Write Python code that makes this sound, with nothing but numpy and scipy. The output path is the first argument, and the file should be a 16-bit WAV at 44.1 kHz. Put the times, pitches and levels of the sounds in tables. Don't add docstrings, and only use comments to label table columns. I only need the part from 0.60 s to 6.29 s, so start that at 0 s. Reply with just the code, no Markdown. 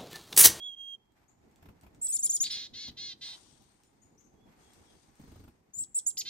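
import sys
import numpy as np
from scipy import signal
from scipy.fft import rfft, irfft
from scipy.io import wavfile
from scipy.ndimage import uniform_filter1d

SR = 44100
rng = np.random.default_rng(int(sys.argv[2]) if len(sys.argv) > 2 else 0)


def materialize(psi):
    bounded = np.clip(np.atleast_2d(psi).T, -1, 1)
    quanta = np.round(bounded * 32767).astype(np.int16)
    wavfile.write(sys.argv[1], SR, quanta)


N = 250929
TIME = np.arange(N) / SR

# (start [s], end [s], pitch [Hz], early lift of the pitch [Hz], level before distance [dB])
WHISTLES = [(-0.04, 0.157, 3250, 113, -45), (0.147, 0.361, 3253, -0.5, -43), (3.73, 3.9, 3290, 100, -82.5),
            (3.991, 4.125, 3320, 0, -77), (4.227, 4.333, 3324, -1, -75)]
LIFT_AT_S, LIFT_WIDTH_S, LIFT_DB_PER_HZ = 0.0984, 0.044, 0.0585
DROOP_HZ, DROOP_S = 110, .014
WHISTLE_ATTACK_S, WHISTLE_RELEASE_S = .034, .012
WHISTLE_PAN_DB = -6.5

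# (start [s], time the pitch plunges [s], foot of the climb [Hz],
# top of the climb [Hz], upper voice above the lower at the top [Hz], early level before distance [dB],
# late level before distance [dB], upper voice [dB], left minus right [dB])
CHICK_NOTES = [(0.678, 0.716, 6450, 7460, 1290, -61, -86, -15.5, 8),
               (1.412, 1.467, 7400, 7900, 2200, -36, -30, -7, -2),
               (1.479, 1.52, 7640, 8240, 2556, -29, -30.5, 0.5, 0),
               (1.519, 1.564, 6260, 7410, 2220, -35.5, -26, -0.5, 4.5),
               (1.586, 1.616, 6540, 7760, 2510, -28.5, -40.5, -7.5, -0.5),
               (1.624, 1.662, 5890, 7410, 2217, -32, -23, 0, 2),
               (1.691, 1.716, 5970, 7460, 2470, -27.5, -27.5, -12, -0.5),
               (1.72, 1.763, 5870, 7096, 2165, -38.5, -24.5, -3.5, 1),
               (1.8, 1.838, 5730, 7245, 2260, -25.5, -29, -16, 3.5),
               (3.242, 3.292, 6970, 7250, 1900, -72.5, -86, -6, 5.5),
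               (3.414, 3.445, 6520, 7000, 1710, -64.5, -70, -13, 10.5),
               (3.574, 3.619, 5600, 6950, 1684, -60.5, -77, -23.5, 12.5),
               (3.638, 3.666, 5890, 6690, 1690, -61, -80.5, -14.5, 10.5),
               (5.133, 5.181, 6480, 7360, 1020, -46.5, -43.5, -10, 9),
               (5.179, 5.235, 7050, 7850, 2500, -33, -37, -12, 3),
               (5.343, 5.386, 7100, 8150, 2300, -32, -27, -9, 0),
               (5.461, 5.5, 6580, 7660, 2270, -23, -34, -6, -5.5)]
# (start [s], crest [s], end [s], lower voice at the crest [Hz],
# upper voice at the crest [Hz], share of the upper pitch lost at the ends [0-1], level at the crest [dB])
ARCH_NOTES = [(1.839, 1.849, 1.874, 3830, 4650, .38, -34), (1.857, 1.862, 1.88, 3800, 4900, .2, -40),
              (1.867, 1.873, 1.892, 4100, 4900, .18, -43), (1.904, 1.92, 1.941, 4233, 5330, .26, -36.5),
              (1.937, 1.944, 1.972, 4350, 5066, .13, -43), (5.569, 5.588, 5.623, 5150, 7200, .5, -33)]
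# (start [s], crest [s], end [s], lower voice [Hz], upper voice [Hz], sag at the ends [Hz],
# depth of the tremor [Hz], level at the crest [dB], fade [dB/s], roughness at the crest [0-1],
# left minus right [dB])
DEE_NOTES = [(1.822, 1.846, 1.897, 1747, 2090, 100, 30, -43, 0, .6, 0),
             (1.892, 1.943, 2.079, 1674, 2104, 11, 35, -38, 40, 0.56, -1.5),
             (2.131, 2.221, 2.309, 1723, 2174, 213, 13, -43, -7, 0.28, .5),
             (2.365, 2.439, 2.543, 1692, 2137, 180, 6.1, -42, -1, 0.11, -.5),
             (2.607, 2.655, 2.767, 1647, 2087, 130, 28, -43, 36, 0.44, -1),
             (5.647, 5.714, 5.82, 1680, 2170, 213, 6.6, -39.5, 3, 0.23, -2.5)]
TREMOR_PER_S = 18
DEE_ENDS_DB, DEE_ENDS_ROUGH = -5, 0.31
DEE_ATTACK_S, DEE_RELEASE_S = 0.0077, 0.0095

DEE_MIX = [(1, 0), (0, 1), (-1, 2), (3, -1), (2, 0), (1, 1), (0, 2), (-1, 3), (4, -1), (3, 0), (2, 1),
           (1, 2), (5, -1), (4, 0), (3, 1), (0, 4), (3, 2)]
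CHICK_MIX = [(1, 0), (0, 1), (-1, 1), (2, -1), (-1, 2), (2, 0)]
ARCH_MIX = [(1, 0), (0, 1), (-1, 1), (2, -1), (1, 1), (2, 0)]
DEE_MIX_DB = [-25, -17, -22.5, -17, -7, -4.5, -1.5, -14.5, -13.5, -7.5, -20.5, -12.5, -15.5, -21, -23.5,
              -28.5, -39]
CHICK_MIX_DB = [0, 0.5, -39, -28, -24.5, -23.5]
ARCH_MIX_DB = [0, 3.5, -22, -23.5, -9.5, -20.5]

# (frequency [Hz], level [dB])
CHICK_AIR = [(1500, -30.5), (3000, -10), (6500, -1.5), (9000, -0.5), (11500, -6), (14000, -5.5),
             (16000, -6)]
# (frequency [Hz], level [dB])
RASP = [(1000, -23.5), (1900, -10), (2700, -11), (3900, 3.5), (5200, -14.5), (7000, -12.5), (8000, -29.5),
        (13000, -30.5), (16000, -37)]
# (frequency [Hz], level [dB])
BEAK = [(900, -32), (1800, -6), (2700, -4), (3600, -0.5), (16000, 0)]

FAR_BELOW_DB = -55
# (delay to the left port [ms], delay to the right port [ms], level [dB])
ECHOES = [(3.3, 3.6, -17.5), (5.9, 4.1, -14.5), (9.4, 10.3, -13)]
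# (frequency [Hz], lead [rad])
PORT_PHASE = [(100, .03), (1000, .3), (3300, 0.99), (7300, 2.346), (10500, 2.85), (12300, 5.3),
              (16000, 5.9)]

# (first wing beat [s], last wing beat [s], air push halfway [dB], its change over the flight [dB],
# feather swish halfway [dB], its change over the flight [dB])
FLIGHTS = [(1.026, 1.088, -53, 7, -56.5, -1), (1.234, 1.265, -57, -1, -57.5, -2),
           (2.28, 2.315, -54.5, -13, -57.5, -5), (4.597, 4.879, -50.5, -4, -58, 1),
           (5.174, 5.212, -58, 2, -83, 0)]
WINGBEAT_S = .04
PUSH_S, SWISH_RISE_S, SWISH_DECAY_S = .012, .0015, 0.012
# (frequency [Hz], level [dB])
PUSH = [(20, -32), (45, -5.5), (80, 7), (120, -4.5), (250, -4), (450, -17.5), (700, -51), (1500, -53)]
# (frequency [Hz], level [dB])
SWISH = [(200, 4.5), (450, 9.5), (850, 8.5), (1500, 1.5), (3000, -5.5), (6000, -15.5), (9000, -14.5),
         (10500, -19), (13000, -11.5), (16000, -5)]

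# (time [s], level before a shared trim [dB])
TICKS = [(0.5208, -70.5), (0.9128, -67), (0.9597, -59.5), (1.2115, -58.5), (1.3478, -60), (3.0214, -60),
         (3.2352, -58.5), (3.609, -63), (4.1344, -54.5), (4.5553, -60.5), (4.6149, -61)]
# (frequency [Hz], level [dB])
TICK_COLOUR = [(300, -8), (2000, 1), (6000, 3.5), (9000, 6), (11000, -14.5), (13500, 0), (16000, 2)]

# (reaches full strength [s], lets go [s], rise [s], fade [dB/s], level [dB])
SLIDES = [(2.68, 2.7, 0.051, 35.5, -58.5), (4.05, 4.45, 0.064, 110, -70.5), (4.64, 4.8, 0.088, 78.5, -71)]
# (reaches full strength [s], lets go [s], rise [s], fade [dB/s], level [dB])
RUSTLES = [(.58, .62, 0.031, 84, -71), (1.04, 1.4, 0.23, 2.5, -73), (2.73, 2.75, .07, 72.5, -64),
           (3.92, 4.18, 0.052, 19, -68), (4.65, 4.72, 0.089, 56.5, -69.5)]
WOOD_AIR_DB = -80
# (frequency [Hz], level [dB])
SLIDE = [(1470, -35.5), (2500, -12), (3320, -2.5), (4290, -3.5), (6480, -2), (7530, -9), (8550, 0.5),
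         (10800, -18), (13700, -43), (15000, -24)]
# (frequency [Hz], level [dB])
RUSTLE = [(300, -16), (800, 4), (1300, -2.5), (2200, -4.5), (3200, -13), (8000, -17.5), (10700, -24),
          (13000, -20.5), (16000, -39)]

# (frequency [Hz], level [dB])
HUM = [(15, -33), (30, -2.5), (60, 3.5), (140, 0.5), (260, 0.5), (420, -3.5), (600, -13), (800, -9.5),
       (1400, -29.5), (2500, -36.5), (6500, -32), (10000, -42.5), (14000, -48.5), (16000, -47.5)]
# (time [s], level [dB])
HUM_DB = [(0, -70.5), (.4, -71.5), (.9, -64.5), (2.6, -61.5), (3.2, -68.5), (3.9, -60.5), (5.03, -68.5),
          (5.69, -65.5)]
# (frequency [Hz], likeness [-1 to 1])
HUM_LIKENESS = [(30, 0.48), (250, 0.76), (600, 0.009), (1500, 0.015), (4000, 0), (16000, 0.092)]

# (frequency [Hz], level [dB])
MICROPHONE = [(20, -3), (10000, 1), (10600, -16.5), (11000, 1.5), (11700, 3.5), (12300, 6), (14800, -3),
              (16000, -11)]
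EDGE_HZ = 15700


def birds():
    song, near, far = np.zeros((3, 2, N))
    for row in WHISTLES:
        level_db = row[4]
        add(song if level_db > FAR_BELOW_DB else far, *whistle(row), pan_db=WHISTLE_PAN_DB)
    for row in CHICK_NOTES:
        early_db = row[5]
        add(near if early_db > FAR_BELOW_DB else far, *chick(row))
    for row in ARCH_NOTES:
        add(near, *arch(row))
    for row in DEE_NOTES:
        add(near, *dee(row))
    close_sound = ports(near + song)
    close_haze = woods(near, near_db=-13, far_db=-23) + woods(song, near_db=-31.0, far_db=-26)
    far_sound = gain_of(-2.5) * far + woods(far, near_db=-1.5, far_db=-3.5)
    return close_sound + close_haze + far_sound


def whistle(row, overtones_db=(0, -29, -31, -42), flutter_db=1.0, jitter=0.0022):
    start, end, pitch_hz, lift_hz, db = row
    t = np.arange(0, end - start, 1 / SR)
    lift = lift_hz * np.exp(-((t - LIFT_AT_S) / LIFT_WIDTH_S) ** 2)
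    hz = pitch_hz + lift - DROOP_HZ * np.exp((t - t[-1]) / DROOP_S)
    phase = phase_of(hz * (1 + jitter * wander(len(t), hz=200)))
    tone = evened(sum(gain_of(d) * np.sin((k + 1) * phase) for k, d in enumerate(overtones_db)))
    level = gain_of(db + LIFT_DB_PER_HZ * lift + flutter_db * wander(len(t), hz=50.3))
    return start, tone * level * gate(t, WHISTLE_ATTACK_S, WHISTLE_RELEASE_S)


def chick(row, scoop_s=0.002205, bottom_hz=3100, release_s=0.017, upper_climb=0.8, swell_db=4, air_db=-23):
    start, plunge, foot_hz, top_hz, gap_hz, early_db, late_db, upper_db, pan_db = row
    climb_s = plunge - start
    t = np.arange(0, climb_s + release_s, 1 / SR)
    along = np.minimum(t / climb_s, 1)
    after = np.maximum(t - climb_s, 0)
    scoop_hz = .22 * foot_hz * np.exp(-t / scoop_s)
    sag_hz = (top_hz - foot_hz) * (1 - along) ** 1.8 + scoop_hz
    tension = 1 / (1 + (after / .0045) ** 3)
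    slack = 1 - tension
    lower = bottom_hz + (top_hz - sag_hz - bottom_hz) * tension
    upper = bottom_hz + (top_hz + gap_hz - upper_climb * sag_hz - bottom_hz) * tension
    voice = syrinx(lower, upper, CHICK_MIX, CHICK_MIX_DB, jitter=.002, jitter_hz=700, upper_db=upper_db)
    air = breath(len(t), CHICK_AIR) * gain_of(air_db) * (along + 4 * slack)
    db = early_db + (late_db - early_db) * along + swell_db * (np.sin(np.pi * along) - .5)
    db = db - 32 * slack ** 1.6
    attack = 1 - np.exp(-(t / .005) ** 2)
    return start, (voice + air) * gain_of(db) * attack * signal.windows.tukey(len(t), .08), pan_db


def arch(row, lower_falls=1.3, ends_db=-7, air_db=-17):
    start, crest, end, lower_hz, upper_hz, fall, db = row
    t = np.arange(start, end, 1 / SR)
    away = np.where(t < crest, (crest - t) / (crest - start), (t - crest) / (end - crest))
    sag = fall * abs(away) ** 2.2
    lower = lower_hz * (1 - lower_falls * sag)
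    upper = upper_hz * (1 - sag)
    voice = syrinx(lower, upper, ARCH_MIX, ARCH_MIX_DB, jitter=.006, jitter_hz=700)
    air = breath(len(t), CHICK_AIR) * gain_of(air_db) * fall
    level = gain_of(db + ends_db * away ** 2) * signal.windows.tukey(len(t), .15)
    return start, coloured((voice + air) * level, BEAK)[:len(t)]


def dee(row, air_db=-6, jitter=.04):
    start, crest, end, lower_hz, upper_hz, sag_hz, tremor_hz, db, fade, rough, pan_db = row
    t = np.arange(start, end, 1 / SR) - crest
    away = np.where(t < 0, t / (start - crest), t / (end - crest)) ** 2
    bend = tremor_hz * np.cos(2 * np.pi * TREMOR_PER_S * t) - sag_hz * away
    rough = np.clip(rough + DEE_ENDS_ROUGH * away ** 2, 0, 1)
    voice = syrinx(lower_hz + bend, upper_hz + bend, DEE_MIX, DEE_MIX_DB, jitter=jitter * rough, jitter_hz=448)
    air = gain_of(air_db) * np.sqrt(rough) * breath(len(t), RASP)
    level = gain_of(db + DEE_ENDS_DB * away - fade * t) * gate(t - t[0], DEE_ATTACK_S, DEE_RELEASE_S)
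    return start, evened(voice + air) * level, pan_db


def syrinx(lower_hz, upper_hz, mix, mix_db, jitter, jitter_hz, upper_db=0):
    lower = phase_of(lower_hz * (1 + jitter * wander(len(lower_hz), jitter_hz)))
    upper = phase_of(upper_hz * (1 + jitter * wander(len(upper_hz), jitter_hz)))
    voice = 0
    for (m, n), db in zip(mix, mix_db):
        tone = np.sin(m * lower + n * upper + 2 * np.pi * rng.random())
        voice = voice + gain_of(db + abs(n) * upper_db) * tone
    return evened(voice)


def breath(count, colour):
    return evened(coloured(rng.standard_normal(count), colour)[:count])


def ports(x):
    hz = np.fft.rfftfreq(2 * N, 1 / SR)
    paths = np.exp(-1j * read(PORT_PHASE, hz) * np.array([[0], [1]]))
    for left_ms, right_ms, db in ECHOES:
        delay_s = np.array([[left_ms], [right_ms]]) / 1000
        paths = paths + gain_of(db) * np.exp(-2j * np.pi * hz * delay_s)
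    return irfft(rfft(x, 2 * N) * paths)[:, :N]


def woods(x, near_db, far_db, far_t60=0.52):
    t, tail = TIME[:SR], 0
    for db, t60 in ((near_db, .12), (far_db, far_t60)):
        taps = rng.standard_normal((2, SR)) * gain_of(-60 * t / t60) * (1 - np.exp(-t / 0.0059))
        tail = tail + gain_of(db) * taps / np.linalg.norm(taps[0])
    return signal.fftconvolve(x, tail, axes=1)[:, :N]


def wings():
    push, swish = np.zeros((2, 2, N))
    t = TIME[:SR // 8]
    puff = t / PUSH_S * np.exp(1 - t / PUSH_S)
    flick = (1 - np.exp(-t / SWISH_RISE_S)) * np.exp(-t / SWISH_DECAY_S)
    flick = flick / flick.max()
    for first, last, push_db, push_change_db, swish_db, swish_change_db in FLIGHTS:
        beats = round((last - first) / WINGBEAT_S) + 1
        for along in np.linspace(0, 1, beats):
            s = first + along * (last - first)
            add(push, s - PUSH_S / 2, gain_of(push_db + push_change_db * (along - .5)) * puff)
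            add(swish, s - SWISH_RISE_S, gain_of(swish_db + swish_change_db * (along - .5)) * flick)
    pushed_air = push * noise(PUSH, [(30, 0.92), (700, 0.96)], patchy_db=0.5)
    feathers = swish * noise(SWISH, HUM_LIKENESS, patchy_db=3)
    return pushed_air + feathers


def twigs(ring_s=0.0017, trim_db=-1):
    cracks, t = np.zeros((2, N)), TIME[:SR // 40]
    for s, db in TICKS:
        add(cracks, s, gain_of(db + trim_db) * np.exp(-t / ring_s) * rng.standard_normal(len(t)))
    cracks = coloured(cracks, TICK_COLOUR)
    return cracks + woods(cracks, near_db=-1, far_db=-17.0)


def handling(slide_pan_db=12, grain_db=1.0, crinkle_db=1.5):
    slide = noise(SLIDE, [(100, 0.0035), (16000, 0.0098)], patchy_db=2.0)
    slide *= evened(gain_of([[slide_pan_db], [0]]))
    slide *= strokes(SLIDES) * gain_of(grain_db * wander(N, hz=80))
    sleeve = noise(RUSTLE, HUM_LIKENESS, patchy_db=0)
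    sleeve *= np.hypot(strokes(RUSTLES), gain_of(WOOD_AIR_DB))
    return slide + sleeve * gain_of(crinkle_db * wander(N, hz=39.9))


def strokes(rows):
    power = 0
    for on, off, rise, fade, db in rows:
        swell = 1 / (1 + (np.maximum(on - TIME, 0) / rise) ** 4)
        dying = gain_of(db - abs(fade) * np.maximum(TIME - off, 0))
        power = power + (dying * swell) ** 2
    return np.sqrt(power)


def hum(swell_db=2.0):
    s, db = np.transpose(HUM_DB)
    level = gain_of(np.interp(TIME, s, db) + swell_db * wander(N, hz=12))
    return noise(HUM, HUM_LIKENESS, patchy_db=1.5) * level * gain_of([[-.6], [.6]])


def noise(colour, likeness, patchy_db):
    hz = np.fft.rfftfreq(2048, 1 / SR)
    a, b, c, d, patches = rng.standard_normal((N // 512 + 5, len(hz), 5)).T
    patches = uniform_filter1d(patches, size=24, axis=0)
    patches = evened(uniform_filter1d(patches, size=6, axis=1))
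    same = np.clip(read(likeness, hz), -1, 1)[:, None]
    left = a + 1j * b
    right = same * left + np.sqrt(1 - same ** 2) * (c + 1j * d)
    z = np.array([left, right]) * gain_of(read(colour, hz)[:, None] + patchy_db * patches)
    return evened(signal.istft(z, nperseg=2048, noverlap=1536)[1][:, :N])


def coloured(x, colour):
    hz = np.fft.rfftfreq(2 * N, 1 / SR)
    return irfft(rfft(x, 2 * N) * gain_of(read(colour, hz)))[..., :N]


def wander(count, hz):
    padded = count + SR // 10
    f = np.fft.rfftfreq(padded, 1 / SR)
    return evened(irfft(rfft(rng.standard_normal(padded)) / (1 + (f / hz) ** 2)))[:count]


def gate(t, attack_s, release_s):
    return (1 - np.exp(-(t / attack_s) ** 2)) * (1 - np.exp(-((t[-1] - t) / release_s) ** 2))


def phase_of(hz):
    return 2 * np.pi * np.cumsum(hz) / SR


def add(mix, s, sound, pan_db=0):
    at = round(s * SR)
    sound = sound[max(-at, 0):]
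    part = mix[:, max(at, 0):][:, :len(sound)]
    part += evened(gain_of([[pan_db / 2], [-pan_db / 2]])) * sound[:part.shape[1]]


def read(points, hz):
    f, value = np.transpose(points)
    return np.interp(np.log(hz + 1), np.log(f + 1), value)


def gain_of(db):
    return 10 ** (np.asarray(db) / 20)


def evened(x):
    return x / np.sqrt(np.mean(x ** 2) + 1e-20)


def scene():
    return birds() + wings() + twigs() + handling() + hum()


def record(dry):
    band = signal.firwin(511, EDGE_HZ, window=("kaiser", 9), fs=SR)
    return signal.oaconvolve(coloured(dry, MICROPHONE), band[None], "same")


dry = scene()
out = record(dry)
materialize(out)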